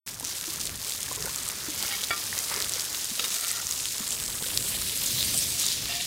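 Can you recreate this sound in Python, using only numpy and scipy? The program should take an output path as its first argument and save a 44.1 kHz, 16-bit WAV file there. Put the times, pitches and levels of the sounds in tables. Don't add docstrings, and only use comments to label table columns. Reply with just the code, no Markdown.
import sys
import numpy as np
from scipy import signal
from scipy.fft import rfft, irfft, next_fast_len
from scipy.io import wavfile
from scipy.ndimage import uniform_filter1d, map_coordinates

SR = 44100
rng = np.random.default_rng(int(sys.argv[2]) if len(sys.argv) > 2 else 0)


def pcm_store(signal):
    levels = np.round(np.clip(np.atleast_2d(signal), -1, 1) * 32767)
    wavfile.write(sys.argv[1], SR, levels.astype(np.int16).T)


def amplitude_ratio(level_db):
    exponent = np.asarray(level_db, float) / 20
    return 10 ** exponent


N = 267642

# (time [s], graininess [0-1], small-bubble pitch [Hz])
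GRAIN = [(0, 0.92, 6700), (.8, 0.94, 6760), (1.3, 0.94, 6940), (1.7, 0.76, 6700), (1.9, 0.86, 6700),
         (3.2, 0.79, 6800), (3.9, 0.8, 7040), (4.3, 1, 7040), (4.75, 0.58, 8100), (5.1, 0.62, 6700),
         (5.4, 0.48, 7500), (5.8, 0.44, 6900), (6.07, 0.7, 6700)]


def unit(x):
    return x / np.sqrt(np.mean(x ** 2) + 1e-20)


def curves(rows):
    s, *cols = np.transpose(rows)
    return [np.interp(np.arange(N) / SR, s, c) for c in cols]


def wobble(rate):
    knots = rng.standard_normal(N // 200)
    return map_coordinates(knots, [np.arange(N) * min(rate, 200) / SR])


def filtered(x, response):
    m = next_fast_len(N + SR // 2)
    return irfft(rfft(x, m) * response(np.fft.rfftfreq(m, 1 / SR)), m)[:N]


def coloured(x, points):
    f, db = np.transpose(points)
    return unit(filtered(x, lambda hz: amplitude_ratio(np.interp(np.log(hz + 1), np.log(f), db, -120, -120))))


def resonance(modes):
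    def response(f):
        return sum((-1) ** k * amplitude_ratio(db) * 1j * f * width / (hz * hz - f * f + 1j * f * width)
                   for k, (hz, width, db) in enumerate(modes))
    return response


def patchy(depth_db):
    z = signal.stft(rng.standard_normal(N + 512), nperseg=512)[2]
    field = rng.standard_normal(z.shape)
    for axis in (0, 1):
        field = uniform_filter1d(field, size=8, axis=axis)
    return signal.istft(z * amplitude_ratio(depth_db * unit(field)), nperseg=512)[1][:N]


def bursts(s, gain, hz, t60, phase, size, attack=2e-5):
    t = np.arange(size) / SR
    decay = gain[:, None] * amplitude_ratio(-60 * t / t60[:, None])
    wave = decay * np.sin(2 * np.pi * hz[:, None] * t + phase[:, None])
    wave = wave * -np.expm1(-t / attack)
    at = np.round(s * SR).astype(int)[:, None] + np.arange(size)
    return np.bincount(at.ravel(), wave.ravel(), N + SR)[:N]


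def grains(count, centre_hz, cycles, spread_db):
    u = rng.random((count, 4))
    hz = np.clip(centre_hz * np.exp(0.88 * (u[:, 1] - u[:, 2])), 300, 0.4 * SR)
    size = amplitude_ratio(np.minimum(-np.log(1 - u[:, 3]), 1.4) * spread_db)
    raw = bursts(u[:, 0] * N / SR, size, hz, 4.95 * cycles / hz, 9 * u[:, 2], size=96)
    return unit(signal.lfilter([1, -1.4, 0.7], [1], raw))


def puffs(s, db, t60, top_hz):
    blow = bursts(s, amplitude_ratio(db), 0 * s, t60, np.pi / 2 + 0 * s, size=4000, attack=0.0017)
    return filtered(blow * rng.standard_normal(N), lambda f: 1 / (1 + 1j * f / top_hz) ** 2)


def fire():
    # (time [s], level [dB])
    flames = [(.1, -51), (.36, -53.5), (.68, -46), (.86, -53.5), (1.0, -48.5), (1.27, -42.5), (1.54, -50.5),
              (1.78, -46), (2.02, -53), (2.74, -50.5), (3.4, -53.5), (3.9, -51), (4.45, -46), (5.0, -45),
              (5.5, -44), (6.07, -45)]
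    # (time [s], level [dB])
    draught = [(.1, -50.5), (.55, -46.5), (.85, -50), (1.27, -45), (2.6, -45), (3.9, -48), (4.55, -46),
               (5.4, -49.5), (5.8, -49.5), (5.92, -46), (6.05, -53)]
    # (frequency [Hz], level [dB per Hz])
    flutter_spectrum = [(15, -31), (30, -9.5), (70, -2), (130, -2.5), (220, -8.5), (400, -13.5), (700, -18)]
    roar_spectrum = [(90, -41), (200, -6), (400, -4.5), (750, -8.5), (1200, -5), (2000, -5), (3200, -16.5),
                     (6000, -45)]
    (flutter_db,), (roar_db,) = curves(flames), curves(draught)
    flutter = unit(amplitude_ratio(2.25 * wobble(9)) * coloured(patchy(depth_db=0.5), flutter_spectrum))
    embers = grains(count=900, centre_hz=1300, cycles=3.1, spread_db=4)
    roar = coloured(patchy(depth_db=1.5) + 0.22 * embers, roar_spectrum)
    roar = unit(amplitude_ratio(0.72 * wobble(15) + 1.17 * wobble(60)) * roar)
    return amplitude_ratio(flutter_db) * flutter + amplitude_ratio(roar_db) * roar


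def knocks():
    # (time [s], peak [dB], pitch [Hz], t60 [s])
    contacts = [(.208, -29, 800, .012), (.231, -34.5, 980, 0.034), (.228, -35, 262, 0.052),
                (.478, -33.5, 326, 0.1), (1.082, -26, 1710, .01), (1.113, -26, 1020, 0.032),
                (1.113, -28.5, 535, 0.022), (1.178, -38, 430, .07), (1.198, -37.5, 424, 0.12),
                (1.263, -34, 564, .03), (1.272, -33, 480, .03), (1.281, -27, 1500, 0.016),
                (1.294, -34, 1050, .03), (1.174, -36, 1000, .04), (1.245, -30.5, 420, 0.049),
                (1.26, -30, 1430, 0.034), (1.273, -31, 900, 0.038), (1.684, -29.5, 305, 0.095),
                (2.328, -15.5, 1880, 0.01), (2.513, -28, 900, .035), (2.513, -30, 1250, .03),
                (2.538, -32, 1150, 0.037), (2.569, -30, 1010, 0.03), (2.569, -32, 420, .04),
                (2.61, -33, 430, 0.035), (2.757, -35, 503, 0.039), (3.114, -33.5, 228, 0.071),
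                (3.209, -41, 491, 0.21), (3.965, -49, 174, .08), (4.004, -29.5, 215, 0.044),
                (4.423, -28.5, 423, 0.018), (4.424, -29, 850, .012), (5.348, -36, 700, 0.046),
                (5.638, -34, 1200, .02), (1.114, -32, 760, .02), (4.422, -33, 190, .035),
                (4.441, -27, 1500, .015), (4.463, -32, 520, .02), (1.11, -36, 298, .03),
                (1.245, -40, 200, 0.055)]
    s, db, hz, t60 = np.transpose(contacts)
    body = bursts(s, amplitude_ratio(db), hz, t60, 0 * s, size=6000, attack=0.00048)
    neighbour = bursts(s, amplitude_ratio(db - 27), 1.4 * hz, 0.44 * t60, 0 * s, size=6000)
    return body + neighbour + puffs(s, db + 2.5, 0.63 * t60, top_hz=900)


def struck(s, db, modes, damping, attack):
    hz, level_db, t60 = np.transpose(modes)
    level_db = level_db + 1.5 * rng.standard_normal(len(hz))
    return bursts(s + 0 * hz, amplitude_ratio(db + level_db), hz, t60 / damping, hz, size=9000, attack=attack)


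def pressure(strokes):
    edge_db_per_s = 330
    t = np.arange(N) / SR
    gain = 0
    for touch, lift, db, swell_db in strokes:
        swell = swell_db * np.clip((lift - t) / (lift - touch), 0, 1)
        outside_s = np.maximum(0, np.maximum(touch - t, t - lift))
        gain = gain + amplitude_ratio(db - swell - edge_db_per_s * outside_s)
    return gain


def spatula():
    # (time [s], peak [dB], damping factor [1])
    taps = [
        (2.1055, -20.5, 1.22),
        (2.129, -24, 2),
        (3.434, -32.5, 1.6),
    ]
    # (time [s], peak [dB])
    clash = [
        (3.194, -27),
        (3.1955, -24),
        (3.2, -28),
        (3.205, -35),
        (3.2415, -27),
        (3.244, -29),
        (3.249, -31),
    ]
    # (frequency [Hz], level [dB], t60 [s])
    blade = [(673, -14.5, 0.17), (1195, -7, 0.32), (1374, 0.5, 0.21), (1838, 1, 0.094), (2280, 1, 0.25),
             (2790, -15, 0.15), (3400, -2.5, 0.11), (3750, -17, .1), (4660, -2, 0.086)]
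    pair = [(1275, -2, 0.018), (2250, 1, 0.017), (2923, 7, 0.018), (3760, 7, 0.028), (4700, 4, .018),
            (5620, 2, .014), (6700, 4, .012)]
    # (touch [s], lift [s], level at lift [dB], swell along it [dB])
    scrapes = [
        [(1.832, 1.842, -43, -2), (1.856, 1.9, -42.5, 4), (1.91, 1.948, -32, 6)],
        [(2.37, 2.39, -41, 0), (2.525, 2.62, -41, -7.5)],
        [(3.36, 3.603, -42.5, 2.5)],
        [(5.545, 5.555, -46.5, 3), (5.905, 6.005, -42.5, -0.5)],
    ]
    # (frequency [Hz], width [Hz], level [dB])
    drag = [(800, 33, -2.5), (1390, 62, -2.5), (1880, 25, -1), (2200, 60, 4), (2900, 46, -2.5),
            (3180, 68, 2), (3870, 60, -3), (4170, 50, -17), (4860, 53, 2)]
    under = [(433, 180, -2), (1180, 250, 0.5), (1710, 300, -2.5), (2080, 180, 4.5), (2900, 350, -13)]
    slide = [(710, 33, -7), (1200, 47, -3), (1387, 80, -0.5), (1870, 100, 2.5), (2320, 170, -18)]
    knife = [(700, 22, -3.5), (1220, 23, -22), (1820, 38, -3), (2330, 120, -11), (2760, 49, -6)]

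    out = sum(struck(s, db - 5.5, blade, damping, attack=0.0016) for s, db, damping in taps)
    out += sum(struck(s, db - 5.5, pair, 0.88, attack=0.0002) for s, db in clash)
    tap_s, tap_db, _ = np.transpose(taps)
    clash_s, clash_db = np.transpose(clash)
    out += puffs(tap_s, tap_db + 4, 0.054 + 0 * tap_s, top_hz=2500)
    out += puffs(clash_s, clash_db + 11, 0.011 + 0 * clash_s, top_hz=6000)

    for strokes, modes, rough in zip(scrapes, (drag, under, slide, knife), (0.1, 0.6, 0.7, 0.2)):
        grit = rng.standard_normal(N) * amplitude_ratio(4.3 * wobble(190))
        rasp = unit(filtered(grit, resonance([(2600, 3800, 0)])))
        ringing = unit(filtered(grit, resonance(modes)))
        out += pressure(strokes) * unit(ringing + rough * rasp)

    squeal_hz, squeal_db = 697, -5
    squeal = np.sin(2 * np.pi * squeal_hz * np.arange(N) / SR + 0.4 * wobble(30))
    return out + pressure(scrapes[-1]) * amplitude_ratio(squeal_db + 1.5 * wobble(40)) * squeal


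def jets():
    # (time [s], length [s], pitch [Hz], width [Hz], level [dB])
    gaps = [(0.296, 0.037, 5560, 2500, -35), (3.358, 0.048, 7300, 1500, -33),
            (4.118, 0.024, 7400, 900, -34.5), (4.25, 0.14, 8000, 700, -39), (3.953, .12, 7000, 700, -39.5),
            (4.66, 0.1, 7960, 900, -34), (5.196, 0.048, 3920, 500, -31), (5.255, 0.0089, 8200, 1500, -25.5),
            (5.37, 0.044, 8200, 900, -28.5), (5.424, 0.017, 6200, 1200, -28), (5.5, 0.028, 8250, 800, -34),
            (5.61, 0.033, 6800, 2500, -31.5), (5.658, 0.055, 3900, 700, -31),
            (5.715, 0.027, 5000, 3000, -39), (2.443, 0.18, 9400, 4000, -37.5),
            (3.768, 0.049, 7000, 1500, -37), (1.383, 0.092, 8200, 1200, -44),
            (4.447, 0.089, 8300, 700, -39.5), (5.963, 0.11, 3480, 1000, -36.5)]
    t = np.arange(N) / SR
    sputter = rng.standard_normal(N) * amplitude_ratio(3.0 * wobble(190))
    out = np.zeros(N)
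    for s, length, hz, width, db in gaps:
        hiss = unit(filtered(sputter, resonance([(hz, width, 0)])))
        out += amplitude_ratio(db) * np.exp(-((t - s) / length) ** 2) * hiss
    return out


def pops():
    # (time [s], peak [dB], pitch [Hz])
    drops = [(.076, -16.5, 2600), (.5005, -15.5, 4480), (.6127, -14, 5170), (.6725, -13, 4100),
             (.9216, -13, 3900), (1.3461, -14, 4350), (1.5, -14.5, 2200), (1.8262, -10.5, 3930),
             (2.038, -9, 3640), (2.015, -16, 3000), (2.0992, -20, 4330), (2.3792, -9, 4320),
             (2.6027, -10, 4540), (2.6232, -9.5, 4320), (2.6446, -12.5, 3270), (2.7965, -10, 4750),
             (2.9472, -11, 3660), (3.1953, -11.5, 2760), (3.4477, -12.5, 3440), (3.8558, -11, 3270),
             (4.12, -12.5, 3450), (4.2624, -12.5, 5300), (4.5749, -5, 4330), (4.5749, -12, 5300),
             (4.151, -19, 3000), (4.2003, -15, 3600), (4.302, -16, 4000), (4.385, -20, 2800),
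             (4.425, -15, 3800), (4.435, -19, 3500), (4.465, -14, 3400), (4.503, -17, 2800),
             (4.28, -15.5, 4600), (1.8275, -13, 7600), (1.8555, -21, 4700), (3.944, -18, 4300),
             (1.0302, -15, 5200), (.866, -22, 3500), (.891, -22, 3200), (4.6256, -12.5, 4090),
             (4.8215, -13.5, 4260), (4.896, -13.5, 3750), (5.018, -12.5, 3400), (5.2284, -8.5, 3930),
             (5.713, -12, 3600), (5.857, -13, 3480),
             (.1987, -12, 8500), (.249, -11.5, 6030), (.4113, -15, 7110), (0.505, -13, 8830),
             (0.655, -10, 8400), (.6672, -14, 7840), (.8818, -12.5, 7800), (.896, -12, 7620),
             (1.0055, -13, 7620), (1.03, -13.5, 8740), (1.36, -11.5, 6980), (1.488, -10.5, 8230),
             (2.389, -8, 6500), (2.618, -12, 6100), (2.695, -8.5, 7670), (2.7209, -13, 8010),
             (2.8077, -10, 6060), (2.821, -11, 7940), (3.3434, -12, 6420), (3.4813, -12, 7450),
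             (3.5146, -7.5, 7800), (3.669, -11, 6330), (3.711, -7, 6660), (4.078, -11, 7880),
             (4.107, -11, 7400), (4.2796, -17, 7500), (4.4866, -14, 7340), (5.0612, -10.5, 7340),
             (5.3895, -7.5, 8480), (.272, -15, 6500),
             (0.08, -26, 11400), (0.0851, -20, 4300), (0.092, -24, 9800), (0.1218, -21, 8300),
               (0.144, -18, 5300), (0.1887, -25, 9300), (0.2085, -17, 11700), (0.244, -17, 5900),
               (0.2793, -19, 6200), (0.2828, -19, 5900), (0.2952, -18, 7100), (0.3577, -21, 4100),
               (0.3691, -17, 7700), (0.3837, -18, 6300), (0.4245, -20, 6200), (0.4285, -20, 7600),
               (0.441, -17, 2800), (0.469, -17, 5800), (0.4813, -20, 5900), (0.5339, -18, 7300),
               (0.5376, -15, 9600), (0.5593, -15, 6200), (0.5693, -21, 3800), (0.5975, -16, 6500),
               (0.6026, -15, 6100), (0.6093, -16, 8400), (0.6345, -17, 7100), (0.6943, -16.5, 2200),
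               (0.7433, -21, 4500), (0.7567, -16.5, 8000), (0.7616, -20, 7700), (0.8165, -17, 4500),
               (0.8277, -17, 5900), (0.8382, -21, 5500), (0.8476, -15, 8100), (0.8873, -21, 8100),
               (0.9074, -16, 7500), (0.9359, -19, 4900), (0.979, -17, 5100), (1.0608, -18, 6800),
               (1.0883, -17, 5600), (1.1088, -20, 7600), (1.1231, -15, 6800), (1.13, -15, 9000),
               (1.1603, -14, 7200), (1.2067, -17, 6500), (1.225, -12.5, 5300), (1.258, -13, 8800),
               (1.2635, -17, 5600), (1.3385, -18, 8600), (1.3565, -20, 4600), (1.3758, -16, 6200),
               (1.3841, -15, 4400), (1.3975, -19, 6200), (1.4332, -12.5, 7300), (1.4794, -13, 7800),
               (1.517, -14.5, 9600), (1.6182, -20, 7800), (1.6469, -19, 6300), (1.685, -18, 7500),
             (1.702, -16, 6800), (1.7073, -16, 6500), (1.7956, -18, 6300), (1.8172, -18, 3100),
              (2.0182, -14, 6900), (2.0438, -14, 4300), (2.0471, -15, 7900), (2.1119, -12, 2100),
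              (2.2397, -15, 5300), (2.403, -14, 7900), (2.5413, -11, 4900), (2.5627, -12, 5300),
              (2.6853, -17, 7800), (2.7366, -11, 5700), (2.743, -13, 5100), (2.7483, -18, 6100),
              (2.8352, -24, 7400), (2.8402, -17, 10800), (2.929, -14, 6900), (2.9565, -17, 7200),
              (2.9921, -17, 7100), (3.0449, -13, 7400), (3.278, -20, 13600), (3.3052, -13, 6200),
              (3.3411, -16, 7100), (3.349, -16, 7800), (3.4103, -11, 7800), (3.4694, -13.5, 6800),
              (3.505, -16, 7100), (3.5964, -18, 4800), (3.6568, -17, 7400), (3.6599, -19, 6100),
              (3.7238, -11, 4800), (3.7608, -15, 7800), (3.8062, -13.5, 7300), (3.8667, -20, 3800),
              (3.886, -14, 5200), (3.9237, -19, 8000), (3.9815, -12.5, 5400), (3.9998, -21, 6700),
              (4.0119, -20, 6500), (4.0214, -17, 6300), (4.0887, -16, 7200), (4.1037, -22, 7800),
              (4.1171, -17, 7400), (4.1252, -11.5, 5300), (4.13, -15, 7400), (4.1485, -17, 7500),
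              (4.201, -14.5, 7900), (4.2378, -13, 7400), (4.2408, -17, 6700), (4.2546, -16, 5000),
              (4.4355, -19, 10300), (4.457, -19, 8400), (4.4732, -15, 8600), (4.816, -11, 7100),
              (4.9756, -13, 6800), (5.0642, -10.5, 7700), (5.2094, -11, 4100), (5.376, -8, 8100),
             (5.597, -12, 7000), (5.5983, -13, 9000), (5.6035, -15, 6500), (5.616, -14, 8500),
                (5.619, -13, 4500), (5.6265, -15, 7000), (5.643, -15, 7500), (5.647, -15, 3800),
                (5.656, -13, 8500), (5.665, -6, 6800), (5.686, -12, 4500), (5.7183, -11, 4200),
                (5.7232, -16, 8000), (5.735, -19, 12500)]
    # (frequency [Hz], level [dB per Hz])
    fizz_spectrum = [(1500, -22), (3500, -0.5), (7000, 0.5), (11000, -8), (16000, -18)]
    s, db, hz = np.transpose(drops)
    u = rng.random((len(s), 3))
    ring_t60 = 0.00154 + 0.00039 * u[:, 2] + 0.0001 * (db + 14.0)
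    ring = bursts(s, amplitude_ratio(db + 2.5), hz, ring_t60, 0.66 * u[:, 0], size=300, attack=0.00008)
    crack = bursts(s, amplitude_ratio(db + 3.0), 6500 + 6500 * u[:, 1], 0.00053 + 0 * s, 4.5 + 0 * s, size=60)
    fizz = bursts(s, amplitude_ratio(db - 13.5), 0 * s, 0.009 + 0 * s, np.pi / 2 + 0 * s, size=500, attack=0.00021)
    fizz = fizz * coloured(rng.standard_normal(N), fizz_spectrum)
    return filtered(ring + crack + fizz, lambda f: (1j * f / (1j * f + 1100)) ** 2)


def cover_db():
    lifted_s, lands_s, cover_s = 4.1, 5.5, 0.33
    bare_db, muffled_db = 2, -3.5
    t = np.arange(N) / SR
    lifted, landed = (np.clip((t - s) / cover_s, 0, 1) for s in (lifted_s, lands_s))
    return bare_db * (lifted - landed) + muffled_db * landed


def bubbles(own, share, clump_db):
    share = np.clip(share * curves(GRAIN)[0], 0, 1)
    mix = np.sqrt(share) * unit(own) + np.sqrt(1 - share) * patchy(depth_db=2.0)
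    return mix * amplitude_ratio(clump_db)


def sizzle():
    # (time [s], strength [dB], small bubbles over the rest [dB])
    boil = [(.07, -41.5, -2.5), (.18, -46.5, 3), (.3, -39, 0), (.64, -40.5, 1), (.76, -42.5, -3),
            (.9, -38.5, 0), (1.68, -40, 1), (1.88, -34, -2), (2.05, -38, 0), (3.1, -37.5, 1.5),
            (3.35, -34, -1.5), (3.65, -38.5, 3.5), (4.05, -37.5, -1), (4.3, -40.5, 2), (4.5, -36.5, -2),
            (5.3, -33, 0), (5.56, -36, 2), (5.62, -35.5, 4.5), (5.72, -34.5, 0.5), (5.82, -35, -3),
            (6.07, -35, 0)]
    # (frequency [Hz], level [dB per Hz])
    big_spectrum = [(900, -55), (1700, -13), (2600, -6.5), (3900, -1), (5200, -2.5), (7000, -21.5),
                    (9000, -52)]
    small_spectrum = [(3000, -27), (4600, -6.5), (6300, -2.5), (8000, 0), (9800, -5.5), (12000, -10.5),
                      (15000, -37)]
    spray_spectrum = [(6000, -11), (9000, 4.5), (11000, 3.5), (13000, 3), (15500, 1), (17000, -28)]
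    big_db, small_db, spray_db = -2, -0.2, -2.3
    boil_db, small_over_db = curves(boil)
    graininess, pitch_hz = curves(GRAIN)
    surge = (0.52 * wobble(20) + 1.26 * wobble(80)) * (0.25 + 0.72 * graininess)
    ticks = grains(count=2600, centre_hz=5300, cycles=0.63, spread_db=6.0)

    big = grains(count=2800, centre_hz=3900, cycles=1.3, spread_db=6.5) + 1.38 * ticks
    big = bubbles(big, share=1.0, clump_db=1.3 * surge)
    small = grains(count=4000, centre_hz=7400, cycles=2.9, spread_db=7.0) + 1.6 * ticks
    small = bubbles(small, share=0.8, clump_db=0.68 * surge)
    spray = grains(count=8000, centre_hz=12000, cycles=2.1, spread_db=5.5) + 0.59 * ticks
    spray = bubbles(spray, share=0.55, clump_db=1.0 * surge)

    high = np.clip((pitch_hz - 6300) / 1600, 0, 1)
    deeper = [(0.79 * hz, db) for hz, db in small_spectrum]
    small = high * coloured(small, small_spectrum) + (1 - high) * coloured(small, deeper)
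    small = small * (1 + 0.26 * high * (1 - high))

    out = amplitude_ratio(big_db) * coloured(big, big_spectrum)
    out += amplitude_ratio(small_db + small_over_db) * small
    out += amplitude_ratio(spray_db + cover_db()) * coloured(spray, spray_spectrum)
    return amplitude_ratio(boil_db) * out


def scene():
    return (fire() + knocks() + spatula() + jets() + pops() + sizzle())[None]


def roll_off(x):
    return signal.sosfilt(signal.butter(12, 16990, fs=SR, output="sos"), x)


def record(dry):
    start_s, top_hz = 0.063, 15830
    opened = dry[0] * (np.arange(N) >= start_s * SR)
    heard = filtered(opened, lambda hz: hz < top_hz)
    return roll_off(heard[None])


dry = scene()
out = record(dry)
pcm_store(out)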